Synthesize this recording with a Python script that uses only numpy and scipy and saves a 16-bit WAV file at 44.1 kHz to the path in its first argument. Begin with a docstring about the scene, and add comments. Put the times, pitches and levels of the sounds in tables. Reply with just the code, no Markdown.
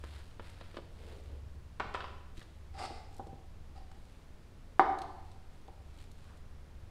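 """Jug and mixing cup on a workbench

Gloved hands take the cap off a plastic jug, rubbing round its neck, and drop it clattering on a
wooden bench. A mixing cup slides on fizzing grit, bumps the jug, is lifted and lands with one firm,
hollow knock. Each hit rings the object's modes; each scrape is a stream of tiny slips. Gloves crackle
and sleeves swish, while the workshop rings briefly over a bed of air and low hum."""
import sys
import numpy as np
from scipy import signal
from scipy.fft import rfft, irfft
from scipy.io import wavfile
from scipy.ndimage import uniform_filter1d

SR = 44100
rng = np.random.default_rng(int(sys.argv[2]) if len(sys.argv) > 2 else 0)


def output_pcm(signal):
    """Save a mono or channel-first signal as 16-bit PCM at the path in sys.argv[1].

    Samples are clipped to [-1, 1] before scaling.
    """
    pcm = np.clip(np.atleast_2d(signal).T, -1, 1) * 32767
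    wavfile.write(sys.argv[1], SR, np.round(pcm).astype(np.int16))


N = 304290
TIME = np.arange(N) / SR

HOLLOW_HZ = 782  # the note of the cup's hollow
# The ring of the cup, cap and jug. Each row: pitch in Hz, level in dB, seconds to fall 60 dB.
CUP_MODES = [(250, -18, 0.052), (366, -9, 0.07), (460, -15, 0.042), (490, -12.5, .05), (930, -13, 0.019),
             (820, -9, 0.056), (HOLLOW_HZ, -0.45, 0.12), (810, -6.5, 0.089), (1200, -10, .05),
             (1180, -1.5, 0.02), (1281, -1.5, 0.032), (1420, -5, 0.0244), (1400, -12, 0.02),
             (2050, -7.5, 0.022), (3200, -19, .025), (3000, -6.5, .022), (3980, -13.5, .025),
             (3000, -18.5, 0.036)]
CAP_MODES = [(400, -8.5, 0.052), (547, -11.5, 0.04), (818, -4.5, 0.037), (1010, 5.5, 0.026),
             (1300, -1, 0.016), (1650, -5, 0.011), (2590, -1.5, 0.024), (4350, -20, .015)]
JUG_MODES = [(263, -15, 0.065), (350, -2.5, 0.066), (468, 1.5, 0.042), (541, -2.5, 0.052),
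             (980, -3.5, 0.024), (1170, -13.5, 0.029), (1650, -7, 0.036), (2720, -20, .015)]
# Each object's body, a crowd of fast-dying modes. Each row: frequency in Hz, relative level in dB.
CUP_BODY = [(80, -22), (200, -9.5), (400, -0.5), (900, 8.5), (1600, -4.5), (2150, -4.5), (2700, -15.5),
            (3500, -1), (4300, -7), (5200, -10.5), (6200, -29.5), (8500, -14), (16000, -44.5)]
CAP_BODY = [(120, -30), (400, -8.5), (1200, 2.5), (2000, -7), (3000, -8.5), (4200, -13.5), (5300, -13.5),
            (6300, -23), (8000, -11.5), (16000, -42)]
JUG_BODY = [(100, 8), (280, 2.5), (600, -2), (1300, 1), (2200, -10), (3000, -3), (4600, -10), (6000, -31),
            (9000, -40), (16000, -28)]

# Hits. Each row: start in seconds, level in dB, contact time in milliseconds.
CUP_KNOCKS = [(3.1995, -43.5, 0.86), (3.915, -63, 0.34), (4.7953, -17, 0.51), (4.7962, -39, 0.12),
              (4.7978, -22.5, 0.81), (4.8032, -52, .072)]  # the cup's base meets the bench
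CAP_DROPS = [(1.7988, -38.5, .18), (1.8028, -34, 0.35), (1.9418, -48.5, 0.12), (1.9468, -34, 0.29),
             (1.951, -43, 0.16), (2.0055, -43.5, 0.2), (2.013, -59, 0.4), (2.043, -45.5, 0.21)]  # the cap lands and rocks
JUG_TAPS = [(.0385, -46.5, 0.38), (.3965, -45.5, 0.29), (.6112, -49, 0.15), (.744, -52.5, 0.22),
            (.7695, -42, 0.15), (.772, -47.5, 1), (.787, -44.5, 0.89), (1.851, -32.5, 4.5),
            (2.378, -37, 3.6), (2.4165, -57, 0.35)]  # cap and fingers knock on the jug
# The cup bumps the jug and both sound. Each row: start in seconds, cup level in dB, jug level in dB.
NUDGES = [(2.907, -41, -38.5), (3.1955, -35, -50), (3.269, -52, -43), (3.329, -55, -45),
          (5.683, -43.5, -44.5)]
NUDGE_CUP_MS, NUDGE_JUG_MS = 1.3, 1.84  # contact times: the jug's wall gives more

# Pressed strokes. Each row: start in seconds, length in seconds, level in dB.
CUP_PUSHES = [(2.728, 0.071, -53.5), (2.774, 0.086, -41.5), (2.895, 0.091, -56), (3.745, 0.042, -58),
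              (3.92, 0.049, -71.5)]
NECK_RUBS = [(.015, 0.18, -60.5), (.28, .04, -70), (.405, 0.091, -59.5), (.51, .21, -64), (.73, 0.043, -60),
             (.96, 0.18, -64.5)]  # the cap and fingers rub round the jug's neck
# Smooth swells. Each row: middle in seconds, length in seconds, level in dB.
GLOVE_RUBS = [(.14, 0.33, -68.5), (.48, 0.07, -69), (1.11, 0.3, -69), (2.395, 0.049, -62), (3.16, .1, -73),
              (4.1, 0.24, -74.5), (5.3, 0.09, -75), (5.57, 0.1, -75), (5.95, 0.13, -73), (6.02, 0.046, -65),
              (6.24, 0.15, -72.5)]
ARM_SWINGS = [(.8, 0.068, -74), (1.1, 0.17, -56), (1.33, 0.077, -59)]
RAG_BRUSHES = [(6.3, .09, -67.5), (6.53, 0.27, -76.5), (6.82, 0.073, -78)]
RUMBLE_SURGES = [(.05, .35, -55), (1.48, 0.33, -49), (2.6, 1.77, -57.5), (6.85, 0.37, -51)]
# Glove rubber snaps off plastic. Each row: start in seconds, level in dB, band centre in Hz.
GLOVE_SNAPS = [(0.041, -57.5, 7000), (0.499, -58, 9050), (2.377, -54, 3500), (2.427, -55, 3530),
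               (3.144, -63, 10000), (3.166, -61, 10700), (3.181, -61, 10500), (3.27, -60.5, 6000),
               (3.916, -60.5, 4960), (4.987, -47.5, 5000), (5.018, -47, 5000), (5.3156, -60, 5000),
               (5.679, -62, 4000), (5.989, -61, 3500), (6.04, -62, 4500), (6.115, -59, 9500),
               (6.372, -63.5, 8000)]
# The glide of a glove's squeak on the jug handle. Each row: time in seconds, pitch in Hz, level in dB.
SQUEAK_GLIDE = [(2.410, 1995, -77), (2.416, 1790, -48.5), (2.422, 1480, -60), (2.428, 1870, -72),
                (2.436, 1900, -83.5)]

# EQ curves. Each row: frequency in Hz, relative level in dB.
GRIT_EQ = [(150, -22), (400, 8), (900, 1), (2000, 7.5), (3300, 1), (4300, 1.5), (5100, 3.5), (6000, -10),
           (8500, -7), (11000, -19), (13000, -26), (16000, -38)]  # grit under the cup
NECK_EQ = [(150, -9), (500, -5), (1500, -1), (2200, -3.5), (3200, -6), (4600, -8.5), (6000, -20),
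           (9000, -18.5), (16000, -32.5)]  # rubbing round the jug's neck
GLOVE_EQ = [(200, -25.5), (900, -0.5), (1800, 1.5), (4000, 2), (5800, -7.5), (8000, -5), (11000, -11),
            (13000, -11), (16000, -27)]  # rubber on plastic
SLEEVE_EQ = [(100, -6), (250, -1.5), (400, 7), (560, 3.5), (750, -5.5), (1300, -15.5), (3000, -17),
             (8000, -35)]  # clothes swishing
RAG_EQ = [(200, -17), (800, 1), (1500, 5), (3000, -15.5), (6000, -17), (16000, -30)]  # fingers on a rag
AIR_EQ = [(20, 2.5), (40, -2), (75, -9.5), (108, -12), (160, -14.5), (270, -21.5), (370, -23.5),
          (650, -27.5), (1100, -31.5), (2700, -38.5), (5000, -43), (6200, -46), (9000, -49.5), (15500, -53)]  # steady room tone
RUMBLE_EQ = [(20, -46), (50, 6), (75, 6.5), (105, 1.5), (180, -16.5), (400, -57)]  # the low swells
ECHO_EQ = [(40, -2.5), (150, -3), (400, 0), (1400, -3.5), (2800, -1), (5000, 0.5), (8000, -3),
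           (16000, -4.5)]  # the reverb tail
MIC_EQ = [(20, -1), (10000, 0.5), (12500, -3), (15700, -3.5)]  # the microphone's soft top

# The machine hum, one row for each pitch in HUM_HZ. Each row: level in dB, width of the waver in Hz.
HUM_LINES = [(-59, 3.3), (-59, 1.5)]
HUM_HZ = (70.5, 90.5)
# The workshop's reverb time. Each row: frequency in Hz, seconds to fall 60 dB.
ROOM_DECAY = [(100, 0.95), (300, 0.86), (800, 0.89), (1500, 0.72), (4000, 0.66), (8000, 0.72),
              (15000, 0.27)]


def cup_knocks():
    """The cup strikes the bench or the jug and its hollow rings."""
    knocks = CUP_KNOCKS + [(start, db, NUDGE_CUP_MS) for start, db, _ in NUDGES]
    return room(hits(knocks, CUP_MODES, CUP_BODY, body_db=1, body_t60=0.089), wet_db=-6)


def cup_slide(grit_db=-4, hollow_db=-1, hollow_t60=0.074, soft_hz=2500):
    """Slips under the sliding cup fizz and ring its modes, the hollow most of all."""
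    friction = slips(per_s=6000, spread_db=-1)
    drag = signal.lfilter(*signal.butter(2, soft_hz, fs=SR), friction)  # each slip takes a moment
    walls = 0.5 * unit(signal.oaconvolve(drag, ring(CUP_MODES))[:N])
    hollow = amp(hollow_db) * unit(signal.oaconvolve(drag, ring([(HOLLOW_HZ, 0, hollow_t60)]))[:N])
    grit = amp(grit_db) * colour(friction, GRIT_EQ)
    push = strokes(CUP_PUSHES, attack_s=0.017, release_s=0.006, build_db=6.5)
    return room(push * (walls + hollow + grit), wet_db=-4.5)


def cap_clatter():
    """The cap clatters on the bench behind the jug, with plenty of room on it."""
    return room(hits(CAP_DROPS, CAP_MODES, CAP_BODY, body_db=5.5, body_t60=0.05), wet_db=-4)


def jug_handling():
    """The cap and fingers rub round the jug's neck and knock on it, close by; the cup nudges the wall."""
    rub = strokes(NECK_RUBS, attack_s=0.021, release_s=0.023, build_db=3.5)
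    friction = rub * colour(slips(per_s=2200, spread_db=-3), NECK_EQ)
    taps = JUG_TAPS + [(start, db, NUDGE_JUG_MS) for start, _, db in NUDGES]
    knocks = hits(taps, JUG_MODES, JUG_BODY, body_db=2.5, body_t60=0.063)
    return room(knocks + friction, wet_db=-10.5)


def hands(snap_decay_s=0.0042, snap_octaves=1.18):
    """Gloves crackle, snap and squeak on plastic and brush a rag while the sleeves swish."""
    out = swells(GLOVE_RUBS) * colour(slips(per_s=1100, spread_db=1.5), GLOVE_EQ)
    out += swells(ARM_SWINGS) * noise(SLEEVE_EQ)
    out += swells(RAG_BRUSHES) * noise(RAG_EQ)
    t = TIME[:SR // 20]
    for start, db, centre_hz in GLOVE_SNAPS:
        snap_eq = [(hz, eq_db - 6 * (np.log2(hz / centre_hz) / snap_octaves) ** 2)
                   for hz, eq_db in GLOVE_EQ]
        add(out, start, amp(db) * np.exp(-t / snap_decay_s) * noise(snap_eq, len(t)))
    add(out, *squeak())
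    return room(out, wet_db=-8.5)


def squeak(roughness=0.14):
    """Rubber sticks and slips at an unsteady rate; gives the start time and the chirp."""
    times, hz, db = np.transpose(SQUEAK_GLIDE)
    t = np.arange(times[0], times[-1], 1 / SR)
    jitter = unit(uniform_filter1d(rng.standard_normal(len(t)), size=20))
    pitch = np.interp(t, times, hz) * (1 + roughness * jitter)
    phase = 2 * np.pi * np.cumsum(pitch) / SR
    tone = np.sin(phase) + 0.48 * np.sin(2 * phase)
    return times[0], amp(np.interp(t, times, db)) * tone


def room_tone(air_db=-63, rumble_db=-3, boom_db=-2):
    """The bed: steady air, machine hum, and a rumble that swells together with the deeper hum note."""
    air = noise(AIR_EQ)
    above_hum = signal.sosfilt(signal.butter(4, 200, "high", fs=SR, output="sos"), air)
    air *= amp(air_db) / above_hum.std()  # air_db is the level above 200 Hz
    notes = [hum(hz, width_hz) for hz, (_, width_hz) in zip(HUM_HZ, HUM_LINES)]
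    machine = sum(amp(db) * note for (db, _), note in zip(HUM_LINES, notes))
    rumble = amp(rumble_db) * noise(RUMBLE_EQ) + amp(boom_db) * notes[0]
    return air + machine + swells(RUMBLE_SURGES) * rumble


def hum(hz, width_hz, waver=0.56):
    """A low tone beats against a narrow band of noise, so its strength and pitch wander."""
    band = np.exp(-((np.fft.rfftfreq(N, 1 / SR) - hz) / width_hz) ** 2)
    drift = unit(irfft(rfft(rng.standard_normal(N)) * band, N))
    tone = np.sin(2 * np.pi * (hz * TIME + rng.random()))
    return unit(tone + waver * drift)


def room(x, wet_db):
    """Adds the workshop's reverb: scattered reflections, each band dying at its own speed."""
    slot = SR // 4000  # one reflection somewhere in each slot
    slot_starts = np.arange(SR // 110, SR - slot, slot)  # 9 ms of pre-delay
    echoes = np.zeros(SR)
    echoes[slot_starts + rng.integers(0, slot, len(slot_starts))] = rng.choice([-1, 1], len(slot_starts))
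    hz, t, bands = signal.stft(echoes, SR, nperseg=256)
    decay = amp(-60 * t / curve(ROOM_DECAY, hz)[:, None])
    _, tail = signal.istft(bands * decay, SR, nperseg=256)
    tail = colour(flatten(tail), ECHO_EQ)
    return x + amp(wet_db) * signal.oaconvolve(x, tail / np.linalg.norm(tail))[:N]


def hits(rows, modes, body_eq, body_db, body_t60):
    """Contacts ring an object's modes and its dense body; the longer the contact, the duller the hit."""
    out, t, tone = np.zeros(N), TIME[:SR // 2], ring(modes)
    for start, db, contact_ms in rows:
        progress = np.clip(1000 * t[:SR // 100] / contact_ms, 0, 1)
        force = np.sin(np.pi * progress) ** 1.5
        body = amp(body_db - 60 * t / body_t60) * noise(body_eq, len(t))
        add(out, start, amp(db) * signal.oaconvolve(tone + body, force / force.sum()))
    return out


def ring(modes):
    """The dying modes of an object after a sharp tap."""
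    t = TIME[:SR // 2]
    return sum(amp(db - 60 * t / t60) * np.cos(2 * np.pi * hz * t) for hz, db, t60 in modes)


def slips(per_s, spread_db):
    """Friction as a train of tiny slips of uneven size."""
    size = amp(spread_db * np.minimum(rng.exponential(1, N), 4)) * rng.standard_normal(N)
    return unit(size * (rng.random(N) < per_s / SR))


def strokes(rows, attack_s, release_s, build_db):
    """Envelope of pressed strokes: each grips quickly, bears down harder and stops short."""
    gain = np.zeros(N)
    for start, length, db in rows:
        t = TIME - start
        grip = np.clip(t / attack_s, 0, 1)
        pressure = amp(db - build_db * (1 - np.clip(t / length, 0, 1)))
        release = np.exp(-np.maximum(t - length, 0) / release_s)
        gain += grip * pressure * release
    return gain


def swells(rows):
    """Envelope of swells: each fades in and out in a smooth bell."""
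    return sum(amp(db) * np.exp(-2 * ((TIME - middle) / length) ** 2) for middle, length, db in rows)


def flatten(x, width_hz=45):
    """Levels out broad peaks and dips, so that a diffuse sound favours no pitch."""
    spectrum = rfft(x, 2 * len(x))
    power = uniform_filter1d(abs(spectrum) ** 2, size=max(int(width_hz * 2 * len(x) / SR), 1))
    return irfft(spectrum / np.sqrt(abs(power) + 1e-12))[:len(x)]


def noise(eq, samples=N):
    """Noise shaped by an EQ curve, at rms 1."""
    return colour(rng.standard_normal(samples), eq)


def colour(x, eq):
    """Runs a sound through an EQ curve and scales it to rms 1."""
    gain = amp(curve(eq, np.fft.rfftfreq(len(x), 1 / SR)))
    return unit(irfft(rfft(x) * gain, len(x)))


def curve(points, hz):
    """Reads a table along log frequency."""
    point_hz, value = np.transpose(points)
    return np.interp(np.log(hz + 1), np.log(point_hz + 1), value)


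def add(mix, start_s, sound):
    """Lays a sound into the mix."""
    part = mix[max(round(start_s * SR), 0):][:len(sound)]
    part += sound[:len(part)]


def amp(db):
    """Decibels to gain."""
    return 10 ** (np.asarray(db) / 20)


def unit(x):
    """Scales to rms 1."""
    return x / np.sqrt(np.mean(x ** 2) + 1e-20)


def scene():
    """The mono mix of props, hands and room tone."""
    return (jug_handling() + cap_clatter() + cup_knocks() + cup_slide() + hands() + room_tone())[None]


def record(dry):
    """The microphone softens the top, then a steep low-pass cuts at 15.7 kHz."""
    mic_gain = amp(curve(MIC_EQ, np.fft.rfftfreq(N, 1 / SR)))
    heard = irfft(rfft(dry) * mic_gain, N)
    low_pass = signal.firwin(511, 15700, window=("kaiser", 9), fs=SR)
    return signal.oaconvolve(heard, low_pass[None], "same")


dry = scene()
out = record(dry)
output_pcm(out)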